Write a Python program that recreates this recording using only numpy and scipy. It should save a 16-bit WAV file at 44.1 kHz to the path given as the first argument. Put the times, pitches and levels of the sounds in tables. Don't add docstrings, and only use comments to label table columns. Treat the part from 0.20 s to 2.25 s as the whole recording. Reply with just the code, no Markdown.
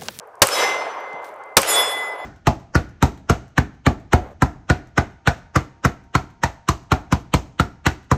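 import sys
import numpy as np
from scipy import signal
from scipy.io import wavfile

SR = 44100
rng = np.random.default_rng(int(sys.argv[2]) if len(sys.argv) > 2 else 0)


def volts(x):
    e = np.asarray(x, float) / 20
    return 10 ** e


def persist_wave(psi):
    counts = np.round(np.clip(psi, -1, 1) * 32767).astype(np.int16)
    wavfile.write(sys.argv[1], SR, np.atleast_2d(counts).T)


N = 90405

# start in seconds, level of the forest echo in dB.
SHOTS = [
    (0.219, -12),
    (1.3685, -13),
]


def at_hz(points, hz):
    table_hz, values = np.transpose(points)
    return np.interp(np.log(hz), np.log(table_hz), values)


def since(start_s):
    t = np.arange(N) / SR - start_s
    return np.maximum(t, 0), t >= 0


def band(x, low_hz, high_hz):
    sos = signal.butter(3, [low_hz, min(high_hz, .45 * SR)], "band", fs=SR, output="sos")
    return signal.sosfilt(sos, x)


def drift(rate_hz):
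    r = np.exp(-80 * np.pi * rate_hz / SR)
    chance = rng.standard_normal(N // 40 + 2002)
    slow = signal.lfilter([1], [1, -2 * r, r * r], chance)[2000:]
    return np.interp(np.arange(N) / 40, np.arange(len(slow)), slow / slow.std())


def coloured(spectrum, shape):
    edges = 25 * 2 ** np.arange(0, 9.8, .5)
    white = rng.standard_normal((2, N))
    centres = np.sqrt(edges[1:] * edges[:-1])
    gains = volts(at_hz(spectrum, centres))
    gains = gains / np.sqrt(np.sum(gains ** 2 * np.diff(edges)) / (SR / 2))
    out = np.zeros(N)
    for k, hz in enumerate(centres):
        out += gains[k] * band(white[k % 2] * shape(hz), edges[k], edges[k + 1])
    return out


def air():
    # pitch in Hz, level in dB per Hz.
    air_colour = [(30, -4), (100, 5), (1000, -32.5), (5000, -18.5), (15000, -28.5)]
    return volts(-68.5) * coloured(air_colour, lambda hz: 1)


def forest():
    # pitch in Hz, level in dB per Hz.
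    forest_colour = [(60, -29), (200, -28), (450, -9.5), (1000, -8.5), (2000, -12.5), (4000, -16),
                     (8000, -16), (15000, -22)]
    # pitch in Hz, time to fall 60 dB in seconds.
    forest_t60 = [(80, 1.0), (250, 1.124), (700, 2.34), (2000, 1.356), (4000, 0.91), (8000, 0.64),
                  (11000, 0.55), (15000, .3)]
    # delay after the shot in seconds, level change in dB, width in
    # seconds.
    stands = [
        (.17, 0, 0.023),
        (0.218, 3, 0.021),
        (.43, -0.5, 0.056),
    ]
    earlier_shot = (-1.3, -11.5)  # s, dB; its echo still hangs in the trees
    far_db, far_stretch, far_cut_hz = -10.5, 2.69, 1220
    shared_patches = drift(42)

    def shape(hz):
        power = 0
        t60 = at_hz(forest_t60, hz)
        for start_s, db in [earlier_shot] + SHOTS:
            t, on = since(start_s)
            swell_db = sum(boost * np.exp(-.5 * ((t - lag) / width) ** 2) for lag, boost, width in stands)
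            near = volts(-120 * t / t60)
            far = volts(2 * far_db - 120 * t / t60 / far_stretch) / (1 + (hz / far_cut_hz) ** 4)
            power = power + on * volts(2 * (db + swell_db)) * (near + far)
        return np.sqrt(power) * volts(0.94 * shared_patches + 1.3 * drift(5.9))

    return coloured(forest_colour, shape)


def ticks():
    # start in seconds, level in dB, centre pitch in Hz, length in seconds.
    tick_rows = [(0.073, -53, 12900, 0.0045), (.154, -51.5, 7500, 0.0054), (0.195, -55, 9800, 0.0026),
                 (.803, -51, 11100, .006), (0.89, -57, 12500, .003), (.931, -49, 5430, .004),
                 (.932, -58, 12000, 0.0035), (0.936, -37.5, 208, 0.018), (1.021, -53, 4600, .0015),
                 (1.487, -30, 10500, .04), (1.066, -47, 7000, .003), (1.141, -53, 9000, .004),
                 (1.162, -54, 10100, 0.0021), (1.187, -61, 11340, 0.0022), (1.210, -75, 12200, 0.0027),
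                 (1.237, -48.5, 5970, 0.0046), (1.259, -57, 10900, .003), (1.293, -64, 7000, .003)]
    white = rng.standard_normal(N)
    out = np.zeros(N)
    for start_s, db, hz, length_s in tick_rows:
        t, on = since(start_s)
        burst = on * white * volts(db - 20 * t / length_s)
        out += band(burst + 1e-18, hz / 1.5, hz * 1.5) * np.sqrt(SR / hz / 2)
    return out


def blast():
    # pitch in Hz, level in dB per Hz.
    blast_colour = [(18, -35), (30, -20), (755, -3), (1060, -5), (2520, -6), (6480, -5), (12500, -13),
                    (15800, -25.5)]
    # pitch in Hz, time to fall 60 dB in seconds.
    blast_t60 = [(60, 0.019), (300, 0.055), (1000, 0.068), (3000, 0.04), (12000, 0.041)]
    # pitch in Hz, level in dB, time to fall 60 dB in seconds.
    boom_modes = [
        (546, 1.5, 0.12),
        (1062, 2, 0.1),
    ]
    blast_db = 17
    click_s, click_db, click_hz = .0014, -8, 2300

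    def shape(hz):
        out = 0
        for start_s, _ in SHOTS:
            t, on = since(start_s)
            out = out + on * volts(blast_db - 60 * t / at_hz(blast_t60, hz))
        return out

    out = coloured(blast_colour, shape)
    for start_s, _ in SHOTS:
        t, on = since(start_s - click_s)
        click = on * (t < click_s) * np.sin(2 * np.pi * click_hz * t) * t / click_s
        out += volts(click_db) * click
        t, on = since(start_s)
        for hz, db, t60 in boom_modes:
            out += volts(db - 60 * t / t60) * np.sin(2 * np.pi * hz * t)
    return out


def slide():
    # start in seconds, level in dB.
    closings = [
        (0.2706, -19.5),
        (1.4174, -22),
    ]
    # pitch in Hz, level in dB, time to fall 60 dB in seconds.
    slide_modes = [(8270, 1, .012), (9600, -4, .008), (11140, -2, .01), (12950, -7, .012),
                   (13500, -10.5, .008), (14800, -10.5, .008)]
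    contacts = [(0, 14), (.0012, -15), (.0032, -2.5)]
    out = np.zeros(N)
    for start_s, db in closings:
        for lag_s, contact_db in contacts:
            t, on = since(start_s + lag_s)
            for hz, mode_db, t60 in slide_modes:
                ring = np.sin(2 * np.pi * hz * t)
                out += on * volts(db + contact_db + mode_db - 60 * t / t60) * ring
    return out * 1.7


def slaps():
    # start in seconds, peak level in dB, pitch of the pulse in Hz (lower is duller).
    slap_rows = [(.2820, 1, 14000), (.2878, 7, 14000), (.2880, 4, 4000), (.2908, 1, 2000),
                 (1.4322, 4, 14000), (1.4324, 7, 4500)]
    out = np.zeros(N)
    for start_s, db, dull_hz in slap_rows:
        t, on = since(start_s)
        pulse = np.sin(np.pi * dull_hz * t - .6) * np.exp(-t * dull_hz / 2)
        out += on * volts(db) * pulse
    return band(out + 1e-18, 400, 19000)


def plates():
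    hits_s = [
        .295,
        1.452,
    ]
    rises_s = [.06, .04]
    one_hz = [2065, 3381, 3483, 3865, 4753, 5229, 5955, 7185, 8053, 9394, 10890, 11560, 13470, 14360]
    two_hz = [2019, 2026.2, 3438, 3752, 5127, 7027, 8027, 8349, 9100, 10487, 11142, 13140, 14060, 15040]
    # level in dB, time to fall 60 dB in seconds,
    # beat of the swing in Hz, one of its quiet moments in seconds after the hit.
    plate_one = [(-22.5, 1.69, 2.45, 0.44), (-25.5, 0.61, 1.3, 0.32), (-36, 0.99, 1.9, 0.47),
                 (-26, 0.67, 0.51, 0.52), (-35, 0.61, 1.9, 0.35), (-12, 0.4, 6.3, 0.24),
                 (-20, 0.57, 7.7, 0.21), (-31, 0.59, 1.5, 0.36), (-43, 0.5, 1.6, 0.27),
                 (-35.5, 0.5, 1.3, 0.4), (-42, 0.38, 1.2, .4), (-39, 0.5, 1.5, 0.3), (-51, 0.45, 2.2, .2),
                 (-30, .3, 3.5, .014)]
    plate_two = [(-26.5, 4.4, 3.0, .2), (-20, 0.81, 5.0, 0.044), (-11.5, 0.66, 2.22, 0.028),
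                 (-28, 0.54, 2.9, 0.26), (-21.5, 0.63, 4.9, 0.102), (-19, 0.51, 5.5, 0.135),
                 (-23.5, 0.43, 4.4, 0.11), (-16, 0.42, 2.1, 0.5), (-21, 0.45, 5.4, .15),
                 (-23.5, 0.34, 17, .09), (-18, 0.58, 7.4, 0.083), (-26.5, 0.54, 8.9, 0.88),
                 (-29.5, .45, 7.5, .085), (-50, .7, 3.06, 0.26)]
    pair_share, wobble_db = .7, 1.0
    scatter, scatter_per_khz = .15, .04
    linger_db, linger_stretch = -16, 2.0
    out = np.zeros(N)
    for hit_s, rise_s, pitches, modes in zip(hits_s, rises_s, [one_hz, two_hz], [plate_one, plate_two]):
        t, on = since(hit_s)
        for hz, (db, t60, beat_hz, null_s) in zip(pitches, modes):
            phase = 2 * np.pi * hz * t
            rate_hz = 4 + hz / 600
            ring = np.sin(phase) - pair_share * np.sin(phase + 2 * np.pi * beat_hz * (t - null_s))
            wavering = drift(rate_hz) * np.sin(phase) + drift(rate_hz) * np.cos(phase)
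            ring += (scatter + scatter_per_khz * hz / 1000) * wavering
            swell = np.clip(t / (rise_s * rng.uniform(.6, 1.5)), 0, 1) ** 2
            fade = volts(-60 * t / t60) + volts(linger_db - 60 * t / t60 / linger_stretch)
            out += swell * volts(db + wobble_db * drift(rate_hz)) * ring * fade
    return out


def rustle():
    # start in seconds, level in dB, time to fall 60 dB in seconds.
    rustle_rows = [
        (1.025, -62, .2),
        (1.043, -47, .2),
    ]
    rustle_hz = 6500
    grains = rng.standard_normal(N) * volts(3.5 * drift(250))
    shape = np.zeros(N)
    for start_s, db, t60 in rustle_rows:
        t, on = since(start_s)
        shape += on * volts(db - 60 * t / t60)
    dulled = signal.lfilter([1], [1, -.4], grains * shape)
    return band(dulled + 1e-18, rustle_hz / 3.2, rustle_hz * 2.4)


def scene():
    surroundings = air() + forest()
    gun = blast() + slide() + slaps()
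    return (surroundings + ticks() + gun + plates() + rustle())[None]


def top_cut(x):
    return signal.sosfilt(signal.butter(12, 15950, fs=SR, output="sos"), x)


def record(dry):
    duck_depth_db, attack_s, hold_s, release_s = -9.5, 0.0081, 0.077, 0.095
    thump_db, thump_hz, thump_t60_s = -16.5, 102.6, 0.069
    clip_top, hardness = 1.0, 3.3
    duck_db, thump = 0, 0
    for start_s, _ in SHOTS:
        t, on = since(start_s)
        recovery = np.clip((t - hold_s) / release_s, 0, 1)
        duck_db = duck_db + duck_depth_db * (1 - np.exp(-t / attack_s)) * (1 - recovery)
        thump = thump + volts(thump_db - 60 * t / thump_t60_s) * np.sin(2 * np.pi * thump_hz * t)
    x = signal.sosfilt(signal.butter(1, 70, "high", fs=SR, output="sos"), dry)
    x = x / (1 + np.abs(x / clip_top) ** hardness) ** (1 / hardness)
    x = x * volts(duck_db)
    x = signal.sosfilt(signal.butter(2, 30, "high", fs=SR, output="sos"), x) + thump
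    x = signal.sosfilt(signal.cheby2(14, 50, 15950, fs=SR, output="sos"), x)
    return top_cut(np.clip(x, -1, 1))


dry = scene()
out = record(dry)
persist_wave(out)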